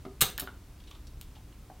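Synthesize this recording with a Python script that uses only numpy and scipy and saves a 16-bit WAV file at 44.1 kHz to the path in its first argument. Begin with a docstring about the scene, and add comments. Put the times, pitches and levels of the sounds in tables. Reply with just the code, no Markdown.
"""A wire held across a car battery sparks in a small, quiet workshop, over a low room rumble.
First the battery case knocks softly. At 0.2 s the arc crackles up to a pop of hot gas, then spits
a few single sparks while the wire taps a post and the case knocks again. From 0.8 s the wire
scrapes faintly on the posts, among light taps, one more knock and two stray sparks.
A last dull tap comes at 1.7 s. One microphone hears it all."""
import sys
import numpy as np
from scipy import signal
from scipy.fft import rfft, irfft
from scipy.io import wavfile

SR = 44100
rng = np.random.default_rng(int(sys.argv[2]) if len(sys.argv) > 2 else 0)


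def log_audio(samples):
    """Write samples as a 16-bit WAV file to the path given in sys.argv[1]."""
    # one column per channel
    frames = np.atleast_2d(samples).T
    # limit to full scale, then quantise
    limited = np.clip(frames, -1, 1)
    pcm = np.round(limited * 32767).astype(np.int16)
    wavfile.write(sys.argv[1], SR, pcm)


N = 79380
T = np.arange(N) / SR

# Room tone before its ends are rolled off. Each row: frequency in Hz, relative level in dB.
ROOM_TONE_COLOUR = [(15, -29.5), (25, 1.5), (64, -2), (99, -9), (313, -21.5), (349, -23), (552, -30),
                    (945, -32), (1020, -30), (1110, -34), (1270, -32.5), (1410, -35.5), (15500, -43.5)]
ROOM_TONE_DB, SWELL_DB, AIR_HZ = -48.5, -1, 9300  # the room tone fades above AIR_HZ
# Faint steady hum. Each row: frequency in Hz, level in dB.
HUM_TONES = [(62, -58.5), (122, -62), (300, -69)]
# Hiss of each input channel. 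Each row: frequency in Hz, relative level in dB.
CHANNEL_HISS_COLOUR = [(40, 4), (200, 8.5), (700, 6), (3000, 0.5), (15000, 2.5)]
HISS_DB, TOP_HZ = -66, 15900
# Workshop reverb. Each row: band centre in Hz, level against the dry sound in dB, t60 in seconds.
REVERB_BANDS = [(120, -6, 0.46), (378, -2.5, 0.55), (900, 1, 0.26), (1700, -4, 0.34), (3520, -2, .29),
                (6650, -8, 0.29), (14100, -7, 0.19)]
PRE_DELAY_S, EARLY_DB, EARLY_DECAY_S = 0.003, -3, 0.016
# Echoes off the battery lid and the hands. Each row: delay in seconds, gain.
LID_AND_HAND_ECHOES = [(.00018, -0.36), (.00076, 0.49), (.0011, -0.18), (.0031, 0.24)]
# Faint ringing behind the sparks. Each row: frequency in Hz, gain in dB, t60 in seconds.
AFTER_RING_MODES = [(692, -53, .12), (1448, -54, .16), (2461, -56, .15), (3003, -57, .14), (3237, -58, .14),
                    (3522, -60, .15), (3767, -57, .2)]

# Wire scrapes. 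Each row: start in seconds, length in seconds, level in dB, band centre in Hz.
WIRE_SCRAPES = [(0.8, 0.016, -64, 3420), (0.837, 0.0074, -61, 3500), (0.869, 0.027, -60, 3350),
                (0.9114, 0.0082, -51, 3370), (0.949, 0.009, -58.5, 3570), (1.068, 0.016, -58.5, 4900),
                (1.351, 0.025, -62.5, 3270), (1.526, 0.0049, -63.5, 2800)]
SCRAPE_WIDTH = 0.26  # bandwidth as a share of the centre
# Knocks on the case. Each row: start in seconds, strength in dB, low-pass cutoff in Hz,
# boost or cut of the two lowest modes in dB.
CASE_KNOCKS = [(.052, -41, 2020, -1.5), (.064, -42.5, 510, 8.5), (.422, -42.5, 1300, -3),
               (.429, -42, 950, 3), (.956, -57, 1800, -8)]
# Resonances of the case. Each row: frequency in Hz, relative level in dB, t60 in seconds.
BATTERY_CASE_MODES = [(276, -3.5, 0.085), (381, 1.5, 0.059), (685, 2, 0.023), (1007, -3, .02),
                      (1243, 0.5, 0.037), (2040, -6.5, 0.022)]
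GRIT_DB, GRIT_LOW_HZ = 5.5, 503
# Wire taps on a post. Each row: start in seconds, strength in dB, pitch in Hz, low-pass cutoff in Hz.
WIRE_TAPS = [(0.3844, -29.5, 1644, 4300), (.4744, -32.5, 1392, 3840), (.9122, -49.5, 1120, 3000),
             (1.367, -51.5, 790, 2000), (1.7002, -41.5, 730, 1480)]
# Resonances of the wire. Each row: ratio to the pitch, relative level in dB, cycles to fade by 60 dB.
WIRE_MODES = [(1.034, 0.5, 24), (1.1, -12, 39), (1.4, -5, 11), (2.13, -7.5, 26), (2.52, -9, 28)]

# Dull blast of hot gas as the arc peaks. Each row: frequency in Hz, relative level in dB.
GAS_BLAST_COLOUR = [(60, -18), (130, -10), (240, -20.5), (420, -4), (680, -0.5), (950, -12), (1400, -1),
                    (2200, -8.5), (6000, -25)]
BLAST_DB, BLAST_DECAY_S = -2.5, 0.0062
POP_S, POP_RISE_S, POP_SUCK_S, POP_DB = 0.2222, 0.0008, 0.00407, -27
THUMP_HZ, THUMP_DB, THUMP_T60_S = 126, -26.5, 0.07
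# Bright tone of a discharge. Each row: frequency in Hz, relative level in dB.
DISCHARGE_COLOUR = [(150, -16), (400, -15), (800, -7.5), (1400, -4), (2000, -6.5), (3100, 2.5), (4300, -2),
                    (5300, -0.5), (6200, 0), (8500, 2), (10800, -5), (13300, 5), (16000, -4.5)]
# Single sparks. Each row: start in seconds, strength in dB, sizzle decay in seconds, brightness 0 to 1.
SINGLE_SPARKS = [(.2132, 0, 0.000042, .1), (0.239, -16, .001, 0.1), (0.2478, -16, .0005, .3),
                 (.256, -16.5, .0005, 0.2), (.2663, -16, 0.00036, 0.1), (.3011, -18, .0006, 0.6),
                 (.379, -10, 0.00013, 0.1), (0.3969, -12.5, 0.0002, 0), (0.398, -10.5, 0.00036, 0.5),
                 (0.4002, -7.5, 0.00039, 0.44), (.4074, -14.5, .0007, .2), (.4157, -18, .0003, .6),
                 (0.908, -37, .001, .1), (1.213, -19.5, 0.000078, 0.1)]
# Surges of the arc. Each row: start in seconds, length in seconds, level in dB.
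ARC_SURGES = [(0.2079, 0.0039, -23), (0.2129, 0.003, -15), (0.215, 0.0037, -19.5), (0.22, .0024, -14),
              (0.2224, 0.005, -25), (.227, .011, -33)]
ARC_CLICKS_PER_S, ARC_SCATTER_DB = 5000, 2.5


def undb(db):
    """Decibels to gain."""
    return 10 ** (np.asarray(db) / 20)


def unit(x):
    """Scale to unit energy."""
    return x / np.sqrt(np.sum(x ** 2) + 1e-18)


def convolve(x, response):
    """Pass a sound through a response."""
    return signal.fftconvolve(x, response)[:N]


def at(x, start):
    """Delay a sound to its start time in seconds."""
    return np.concatenate([np.zeros(max(int(start * SR), 0)), x])[:N]


def lowpass(x, hz, order=2):
    """Dull a sound above the cutoff."""
    return signal.sosfilt(signal.butter(order, hz, fs=SR, output="sos"), x)


def bin_hz(size):
    """Frequencies of a spectrum, kept at 1 Hz or more for a log scale."""
    return np.maximum(np.arange(size // 2 + 1) * SR / size, 1)


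def eq_curve(freqs, points):
    """Gains along a curve drawn through (Hz, dB) points."""
    hz, db = np.array(points, float).T
    return undb(np.interp(np.log(freqs), np.log(hz), db))


def colour(x, points, size=8192):
    """Minimum-phase EQ of unit energy through (Hz, dB) points."""
    cepstrum = irfft(np.log(eq_curve(bin_hz(size), points)))
    cepstrum[1:size // 2] *= 2
    cepstrum[size // 2 + 1:] = 0
    response = irfft(np.exp(rfft(cepstrum)))
    return convolve(x, unit(response))


def clicks(per_s, scatter_db):
    """Random clicks of scattered size and either sign."""
    fires = rng.random(N) < per_s / SR
    return fires * rng.choice([-1, 1], N) * undb(scatter_db * rng.standard_normal(N))


def ring(hz, t60):
    """One struck mode, fading by 60 dB in t60 seconds."""
    return np.sin(2 * np.pi * hz * T) * np.exp(-np.log(1000) * T / t60)


def room_tone():
    """The bed: a gently swelling rumble with soft air and a faint hum."""
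    freqs = bin_hz(N)
    sub_cut = np.minimum(freqs / 30, 1) ** 2
    shape = eq_curve(freqs, ROOM_TONE_COLOUR) * sub_cut / np.hypot(1, freqs / AIR_HZ)
    noise = irfft(rfft(rng.standard_normal(N)) * shape, N)
    bed = unit(noise) * np.sqrt(N) * undb(ROOM_TONE_DB)
    rumble = signal.sosfiltfilt(signal.butter(2, 150, fs=SR, output="sos"), bed)
    swell = undb(SWELL_DB * signal.resample(rng.standard_normal(12), N))
    hum = sum(np.sqrt(2) * undb(db) * np.sin(2 * np.pi * (hz * T + rng.random())) for hz, db in HUM_TONES)
    return bed + rumble * (swell - 1) + hum


def workshop_reverb(x):
    """Strong early reflections off the shelves, then a short tail that dulls as it fades."""
    log_freqs = np.log(bin_hz(N))
    log_centres = np.log([row[0] for row in REVERB_BANDS])
    reflections = clicks(per_s=7000, scatter_db=3.4)
    spectrum = rfft(reflections) / np.std(reflections)
    early_lift = 1 + undb(EARLY_DB) * np.exp(-T / EARLY_DECAY_S)
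    tail = np.zeros(N)
    for solo, (_, db, t60) in zip(np.eye(len(REVERB_BANDS)), REVERB_BANDS):
        band = irfft(spectrum * np.interp(log_freqs, log_centres, solo), N)
        envelope = unit(early_lift * np.exp(-np.log(1000) * T / t60))
        tail += undb(db) * band * envelope
    return convolve(x, at(tail, PRE_DELAY_S))


def with_near_echoes(x):
    """Each crack plus its echoes, thrown back by the lid and the hands within a few milliseconds."""
    echoes = sum(gain * at(x, delay) for delay, gain in LID_AND_HAND_ECHOES)
    energy = 1 + sum(gain ** 2 for _, gain in LID_AND_HAND_ECHOES)
    return (x + echoes) / np.sqrt(energy)


def after_ring(x):
    """The cracks set a few weak resonances ringing."""
    return convolve(x, sum(undb(db) * ring(hz, t60) for hz, db, t60 in AFTER_RING_MODES))


def wire_scrapes():
    """The wire end catches and slips on the post in tiny gritty steps."""
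    out = np.zeros(N)
    for start, length, db, hz in WIRE_SCRAPES:
        stroke = np.sin(np.pi * np.sqrt(np.minimum(T / length, 1)))
        slips = clicks(per_s=3500, scatter_db=4.8) * stroke
        rasp = signal.lfilter(*signal.iirpeak(hz, 1 / SCRAPE_WIDTH, fs=SR), slips)
        out += at(unit(rasp) * np.sqrt(length * SR) * undb(db), start)
    return out


def case_knocks():
    """The case rings with a little contact grit; a softer contact leaves out the high modes."""
    out = np.zeros(N)
    low_cut = signal.butter(2, GRIT_LOW_HZ, "high", fs=SR, output="sos")
    for start, db, cutoff_hz, bass_db in CASE_KNOCKS:
        body = sum(undb(mode_db + bass_db * (k < 2)) * ring(hz, t60)
                   for k, (hz, mode_db, t60) in enumerate(BATTERY_CASE_MODES))
        burst = rng.standard_normal(N) * np.exp(-T / 0.0048)
        grit = undb(GRIT_DB) * signal.sosfilt(low_cut, burst)
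        out += at(undb(db) * lowpass(body + grit, cutoff_hz), start)
    return out


def wire_taps():
    """The wire, damped by the fingers, rings briefly against a post; its pitch depends on the grip."""
    out = np.zeros(N)
    for start, db, hz, cutoff_hz in WIRE_TAPS:
        clink = sum(undb(mode_db) * ring(hz * ratio, cycles / (hz * ratio))
                    for ratio, mode_db, cycles in WIRE_MODES)
        out += at(undb(db) * lowpass(clink, cutoff_hz, order=4), start)
    return out


def gas_pop():
    """Hot gas expands and collapses: a push, a longer suction and a short dull blast, while the battery lid
    rings with a low thump."""
    push = np.exp(-np.abs(T - POP_S) / POP_RISE_S) * (T < POP_S)
    suction = (T >= POP_S) & (T < POP_S + POP_SUCK_S)
    rebound = at(np.exp(-T / 0.0021), POP_S + POP_SUCK_S)
    pressure = lowpass(push - 0.41 * suction + 0.39 * rebound, hz=1100)
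    thump = at(-ring(THUMP_HZ, THUMP_T60_S), POP_S)
    burst = unit(clicks(per_s=6000, scatter_db=1) * np.exp(-T / BLAST_DECAY_S))
    blast = colour(at(burst, POP_S - POP_RISE_S), GAS_BLAST_COLOUR)
    return undb(POP_DB) * pressure + undb(THUMP_DB) * thump + undb(BLAST_DB) * blast


def arc():
    """Dense discharges that come in surges, and lone sparks, each a crack with a short sizzle."""
    out = np.zeros(N)
    for start, length, db in ARC_SURGES:
        surge = clicks(ARC_CLICKS_PER_S, ARC_SCATTER_DB) * (T < length)
        out += at(unit(surge) * np.sqrt(length * SR) * undb(db), start)
    for start, db, decay, brightness in SINGLE_SPARKS:
        sizzle = clicks(per_s=9000, scatter_db=5.3) * np.exp(-T / decay)
        sizzle[0] = 1.56  # the opening crack
        spark = signal.lfilter([1, -brightness], [1], sizzle)  # tilt towards the treble
        out += at(unit(spark) * undb(db), start)
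    return colour(out, DISCHARGE_COLOUR)


def scene():
    """One microphone feeds both channels: close sounds, reverb and room tone."""
    sparks = arc()
    pop_and_handling = gas_pop() + wire_taps() + case_knocks() + wire_scrapes()
    close = with_near_echoes(sparks) + after_ring(sparks) + pop_and_handling
    mono = close + workshop_reverb(sparks + pop_and_handling) + room_tone()
    return np.array([mono, mono])


def record(dry):
    """Each channel adds its own faint hiss, a little stronger in the bass; a steep filter cuts the top."""
    hiss = np.array([colour(rng.standard_normal(N), CHANNEL_HISS_COLOUR) for _ in dry])
    high_cut = signal.ellip(10, 0.2, 80, TOP_HZ, fs=SR, output="sos")
    return signal.sosfilt(high_cut, dry + undb(HISS_DB) * hiss)


dry = scene()
out = record(dry)
log_audio(out)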